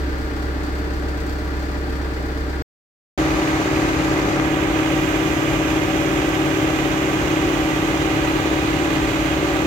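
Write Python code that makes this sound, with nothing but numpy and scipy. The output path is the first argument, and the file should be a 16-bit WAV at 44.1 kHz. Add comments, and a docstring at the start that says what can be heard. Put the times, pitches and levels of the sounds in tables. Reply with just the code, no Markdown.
"""Diesel machine idling, close by

Outdoors, close to a four-cylinder diesel: a low idle of 1000 rpm, half a second of dead silence, then
a steady 2100 rpm. The exhaust drones on orders of the firing cycle, the block clatters with each
firing, a hydraulic pump and the cooling fan hum. At the higher speed a finger taps the microphone
and the hand cupping it lets go, while it tilts up to the sky and down again."""
import sys
import numpy as np
from scipy import signal
from scipy.fft import rfft, irfft, next_fast_len
from scipy.io import wavfile

SR = 44100
rng = np.random.default_rng(int(sys.argv[2]) if len(sys.argv) > 2 else 0)


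def materialize(psi):
    """Save the field psi as 16-bit PCM at rate SR to the path in sys.argv[1].

    A 1-D psi becomes a single channel; in a 2-D psi each row is a channel.
    """
    bounded = np.clip(np.atleast_2d(psi).T, -1, 1)
    quanta = np.round(bounded * 32767).astype(np.int16)
    wavfile.write(sys.argv[1], SR, quanta)


N = 426006
TIME = np.arange(N) / SR
FAN_ORDER = 10.94   # blade passes per engine cycle, belt driven


def low_idle(cycle_hz):
    """The engine runs slowly enough for single firings to chug over a deep boom."""
    # exhaust orders, shaped by pipe and silencer: pitch_hz, level_db
    exhaust = [(25, -60.5), (33, -40.5), (58, -48.5), (115, -50.5), (190, -50), (240, -56.5), (280, -43.5),
               (335, -53.5)]
    # engine orders that boom out above the rest: order, level_db
    booms = [(8, -25.8), (13, -43), (32, -40.5), (39, -39.5)]
    # hydraulic pump hum: stroke_harmonic, level_db
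    pump = [(1, -43), (2, -35.5), (3, -40.5), (4, -46.5)]
    # knocks alike in every cycle: frequency_hz, density_db
    knock_spectrum = [(400, -66.5), (600, -67), (850, -70.5), (1200, -77.5), (2000, -88), (2800, -86),
                      (4500, -81.5), (7000, -99.5), (10000, -105), (14000, -106)]
    # combustion rattle and rushing air, new in every cycle: frequency_hz, density_db
    rattle_spectrum = [(32, -74), (50, -59.5), (80, -66), (210, -66.5), (290, -55), (420, -60.5),
                       (680, -67.5), (1150, -67.5), (1750, -65), (2900, -79.5), (5000, -91.5),
                       (12000, -105)]
    # injector sizzle, in sharper spurts than the rattle: frequency_hz, density_db
    sizzle_spectrum = [(1200, -100), (2500, -84.5), (3900, -84.5), (4550, -78), (5300, -85.5),
                       (8000, -87.5), (10000, -99.5), (13000, -92.5)]
    # cooling fan hum: blade_harmonic, level_db
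    blades = [(1, -52), (2, -55)]
    # low hums and thin whines: pitch_hz, width_hz, level_db
    whines = [(47.7, 6.2, -42), (60.5, 3.0, -51.5), (106, 1.6, -65), (800, 23, -52), (1430, 9, -42.5),
              (1640, 8, -52.5), (1800, 8.1, -51), (3530, 36, -58.5), (4350, 25, -62.5), (4580, 55, -58)]
    # balance at the microphone: frequency_hz, left_minus_right_db
    balance = [(60, 2), (92, -11), (140, 8.5), (210, 0), (330, -2), (500, 3), (770, 2.5), (1170, 2.0),
               (1790, 4.5), (2740, 3), (4190, 0.0), (6410, -4), (9810, 0.5), (15000, -2.0)]
    cycles = crank(cycle_hz, wander=0.000804)
    orders = engine_orders(cycle_hz, exhaust, booms, pump, top_order=40)
    swell = firing(cycles, cylinder_db=[.6, -.4, .4, -1.0], depth=0.49, decay_firings=1.0, uneven_db=3.0)
    spurts = firing(cycles, cylinder_db=[0, 0, 0, 0], depth=1.4, decay_firings=0.37, uneven_db=4.5)
    clatter = coloured(swell * knocks(cycles, cycle_hz, orders), knock_spectrum)
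    rattle = coloured(swell * rng.standard_normal((2, N)), rattle_spectrum)
    sizzle = coloured(spurts * rng.standard_normal((2, N)), sizzle_spectrum)
    hum = drone(cycles, orders, waver_db=.7, scatter_turns=.6)
    fan = drone(cycles * FAN_ORDER, blades, waver_db=1.2, scatter_turns=.6)
    return at_microphone(hum + fan + hums(whines) + echoed(clatter + rattle + sizzle), balance)


def fast_idle(cycle_hz):
    """Firings merge into a hum; the pump and the fan sing, and the fan's air fills the gaps."""
    # exhaust orders, shaped by pipe and silencer: pitch_hz, level_db
    exhaust = [(52, -37.5), (75, -42.5), (175, -46), (215, -58), (262, -49), (297, -35), (365, -43),
               (420, -45), (500, -45.5), (850, -53.5)]
    # engine orders that boom out above the rest: order, level_db
    booms = [(6, -38), (8, -33.5), (16, -30.3)]
    # hydraulic pump hum: stroke_harmonic, level_db
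    pump = [(1, -23.8), (2, -43), (4, -40.5), (8, -45)]
    # knocks alike in every cycle: frequency_hz, density_db
    knock_spectrum = [(850, -63.5), (1200, -63), (2000, -65), (2800, -68.5), (4500, -81.5), (7000, -89),
                      (10000, -102), (14000, -105)]
    # combustion rattle and rushing air: frequency_hz, density_db
    rattle_spectrum = [(28, -86), (48, -49), (170, -56), (225, -58), (330, -49.5), (460, -58), (780, -57.5),
                       (1000, -60.5), (2400, -61), (3900, -69), (5300, -77.5), (6600, -71.5), (9600, -87),
                       (12000, -84), (15500, -85)]
    # cooling fan hum: blade_harmonic, level_db
    blades = [(1, -39), (2, -34), (3, -36.5), (4, -41), (5, -54), (6, -50)]
    # low hums and thin, steady engine whines: pitch_hz, width_hz, level_db
    whines = [(46.7, 1.2, -40), (64, 1.2, -43), (1085, 1.5, -48), (1172.5, 2, -46), (3372, 3.0, -57),
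              (3570, 2, -53), (3785, 9, -60)]
    # balance at the microphone: frequency_hz, left_minus_right_db
    balance = [(60, 0), (92, 1.5), (140, 2.5), (210, -1.5), (320, 0.3), (520, 4), (770, 1), (1170, -1),
               (1790, -5.5), (2740, -9), (4600, -3), (6410, -10.5), (9810, 0.5), (15000, 1.5)]
    cycles = crank(cycle_hz, wander=0.000502)
    orders = engine_orders(cycle_hz, exhaust, booms, pump, top_order=48)
    swell = firing(cycles, cylinder_db=[-2, -3, -6.5, -2.5], depth=.33, decay_firings=.96, uneven_db=4.5)
    clatter = coloured(swell * knocks(cycles, cycle_hz, orders), knock_spectrum)
    rattle = coloured(swell * rng.standard_normal((2, N)), rattle_spectrum)
    hum = drone(cycles, orders, waver_db=.7, scatter_turns=.12)
    slip = 0.031 * drift(rate_hz=8.3)   # the belt lets the fan run a little ahead and behind
    fan = drone(cycles * FAN_ORDER + slip, blades, waver_db=1.6, scatter_turns=.3)
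    return at_microphone(hum + fan + hums(whines) + echoed(clatter + rattle), balance)


def crank(cycle_hz, wander):
    """Four-stroke cycles run so far, two crank turns each; the governor lets the speed wander."""
    return np.cumsum(cycle_hz * (1 + wander * drift(rate_hz=1.09))) / SR


def engine_orders(cycle_hz, exhaust, booms, pump, top_order):
    """The exhaust's series, its booming orders and the pump, locked to the crank: order, level_db."""
    # every fourth order falls in step with the firings; odd ones come only from unequal cylinders
    accent_db = [3.5, -1.5, 0, -1.5]
    pump_order = 18   # nine piston strokes per crank turn
    levels = {order: at_hz(exhaust, order * cycle_hz) + accent_db[order % 4]
              for order in range(3, top_order + 1)}
    levels.update(booms)
    levels.update((harmonic * pump_order, level_db) for harmonic, level_db in pump)
    return list(levels.items())


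def drone(turns, orders, waver_db, scatter_turns):
    """Partials locked to a rotation. With little scatter the even orders line up and throb."""
    tone = np.zeros(N)
    for order, level_db in orders:
        start_turns = (1 if round(order) % 2 else scatter_turns) * rng.standard_normal()
        gain = from_db(level_db + waver_db * drift(rate_hz=4.7))
        tone += gain * np.sin(2 * np.pi * (round(order) * turns + start_turns))
    return np.sqrt(2) * tone


def firing(cycles, cylinder_db, depth, decay_firings, uneven_db):
    """Each cylinder's firing swells the clatter, which sinks until the next; an envelope of rms 1."""
    cylinders = len(cylinder_db)
    shot, age = np.divmod(cycles * cylinders, 1)
    shot = shot.astype(int)
    chance = np.clip(rng.standard_normal(2048), -1.7, 1.7)   # firings vary, but within bounds
    strength = from_db(np.array(cylinder_db)[shot % cylinders] + uneven_db * chance[shot])
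    swell = 1 + depth * strength * (1 - np.exp(-age * 10)) * np.exp(-age / decay_firings)
    return swell / np.sqrt(np.mean(swell ** 2))


def knocks(cycles, cycle_hz, orders):
    """Valves, injectors and pistons repeat one dense pattern each cycle: a comb of weak orders."""
    top_order = int(SR / cycle_hz / 2)
    phases = np.exp(2j * np.pi * rng.random((2, top_order + 1)))
    comb = phases * from_db(rng.uniform(-6, 3, top_order + 1))
    comb[:, [0, 1, 2] + [round(order) for order, _ in orders]] = 0   # gaps for the loud orders
    pattern = irfft(comb, top_order * 16)
    position = (cycles % 1 * pattern.shape[1]).astype(int)
    return pattern[:, position] / pattern.std()


def hums(whines):
    """Narrow tones whose pitch wanders within their width."""
    tone = np.zeros(N)
    for pitch_hz, width_hz, level_db in whines:
        wandering_hz = pitch_hz + width_hz / 2 * drift(width_hz)
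        tone += from_db(level_db) * np.sin(2 * np.pi * np.cumsum(wandering_hz) / SR)
    return np.sqrt(2) * tone


def echoed(sound):
    """Short echoes ripple the clatter's spectrum and give it a hollow, ringing grain."""
    # echoes off the ground and nearby panels: delay_ms, gain
    echoes = [(5.15, .2), (2.45, .13), (8.3, .08)]
    def response(hz):
        return 1 + sum(gain * np.exp(-2j * np.pi * hz * ms / 1000) for ms, gain in echoes)
    power = 1 + sum(gain ** 2 for _, gain in echoes)
    return filtered(sound, response) / np.sqrt(power)


def at_microphone(sound, balance):
    """Sound reaches the left side first, and the casing shades each side differently."""
    # head start of the left side: frequency_hz, lead_ms
    lead = [(130, .15), (320, .23), (600, 0.065), (1000, 0.12), (1500, 0.351)]
    def response(hz):
        ratio = from_db(at_hz(balance, hz))
        lead_s = at_hz(lead, hz) / 1000
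        return np.array([ratio, np.exp(-2j * np.pi * hz * lead_s)]) * np.sqrt(2 / (1 + ratio ** 2))
    return filtered(sound, response)


def handling(sound, let_go_s, release_s):
    """The tilt of the microphone and the hand cupped around it colour each side."""
    # the microphone tilts up and comes down again: time_s, share_of_full_tilt
    tilt_path = [(3.2, 0), (4.2, 0.36), (5.4, 1), (6.2, 1), (6.9, 0.7), (7.7, 0.5), (8.6, 0.1)]
    # colour at full tilt: frequency_hz, left_db, right_db
    tilt_colour = [(65, -2.5, -1.5), (140, 2, 1.5), (195, 1, -1), (320, 0, -.5), (3440, -0.5, 0),
                   (4230, -1.5, -6), (5200, 2.5, 0.5), (10500, -2, -0.5), (12600, 1.5, 3), (14500, -1, -1)]
    # colour of the hollow of the hand: frequency_hz, left_db, right_db
    hand_colour = [(700, 0.5, 0.5), (2080, 4, -1.5), (3330, -2, -3.5), (5000, 3.5, 1), (7100, -1, -.5),
                   (12000, -2, -0.5), (15000, -5.5, -1)]
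    # the leaving hand briefly shades the treble: frequency_hz, left_db, right_db
    shade = [(1600, 0, 0), (6400, -2, -2)]
    tilt = np.interp(TIME, *np.transpose(tilt_path))
    cupping = np.clip((let_go_s - TIME) / release_s, 0, 1)
    passing = np.exp(-((TIME - 4.56) / 0.27) ** 2)
    tilted = tinted(sound, tilt_colour, tilt)
    cupped = tinted(tilted, hand_colour, cupping)
    return tinted(cupped, shade, passing)


def finger_tap(band_hz):
    """A touch on the microphone's casing is one dull pressure pulse, in the left port only."""
    # the finger lands: start_s, peak_db
    taps = [(4.3982, -4.5)]
    clicks = np.zeros(N)
    for start_s, peak_db in taps:
        clicks[round(start_s * SR)] = from_db(peak_db)
    pulse = signal.sosfilt(signal.butter(3, band_hz, "band", fs=SR, output="sos"), clicks + 1e-18)
    left = -pulse / abs(pulse).max() * clicks.max()
    return np.array([left, np.zeros(N)])


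def coloured(white_pair, spectrum):
    """Two unrelated white signals become left and right with the given density, alike in the bass."""
    # likeness of left and right: frequency_hz, correlation
    likeness = [(50, 0.93), (300, 0.69), (600, 0.5), (1000, 0.23), (2400, 0.2), (4000, 0.02), (14000, 0.16)]
    def response(hz):
        alike = np.clip(at_hz(likeness, hz), 0, 1)
        return from_db(at_hz(spectrum, hz)) * np.sqrt(np.array([1 + alike, 1 - alike]) * SR / 4)
    mid, side = filtered(white_pair, response)
    return np.array([mid + side, mid - side])


def tinted(sound, colour, share):
    """Blend in a colouring of the left and right side by a share that changes with time."""
    left, right = np.array(colour)[:, [0, 1]], np.array(colour)[:, [0, 2]]
    full = filtered(sound, lambda hz: from_db([at_hz(left, hz), at_hz(right, hz)]))
    return sound + share * (full - sound)


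def drift(rate_hz):
    """Slow random wander with a spread of 1."""
    pole = np.exp(-200 * np.pi * rate_hz / SR)   # one step per 100 samples
    noise = rng.standard_normal(N // 100 + 2002)
    slow = signal.lfilter([1], [1, -2 * pole, pole * pole], noise)[2000:]
    return np.interp(np.arange(N) / 100, np.arange(len(slow)), (slow - slow.mean()) / slow.std())


def filtered(sound, response):
    """Apply a response given as a function of frequency."""
    size = next_fast_len(N + 4096)
    hz = np.arange(size // 2 + 1) * SR / size
    return irfft(rfft(sound, size) * response(hz), size)[..., :N]


def at_hz(points, hz):
    """Read a table on a log-frequency axis."""
    points_hz, values = np.transpose(points)
    return np.interp(np.log(np.maximum(hz, 1)), np.log(points_hz), values)


def from_db(db):
    """Decibels to gain."""
    return 10 ** (np.asarray(db) / 20)


def during(start_s, end_s):
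    """On between two abrupt cuts."""
    return (TIME >= start_s) & (TIME < end_s)


def scene():
    """Low idle, a silent gap, then fast idle with the microphone moving in the hand."""
    slow = low_idle(cycle_hz=8.331)
    fast = handling(fast_idle(cycle_hz=17.4993), let_go_s=4.47, release_s=.04)
    return slow * during(0, 2.623) + fast * during(3.1765, 9.67) + finger_tap(band_hz=[400, 2300])


def record(dry):
    """The top is cut steeply."""
    cutoff_hz = 15800
    return signal.sosfilt(signal.ellip(12, .1, 90, cutoff_hz, fs=SR, output="sos"), dry)


dry = scene()
out = record(dry)
materialize(out)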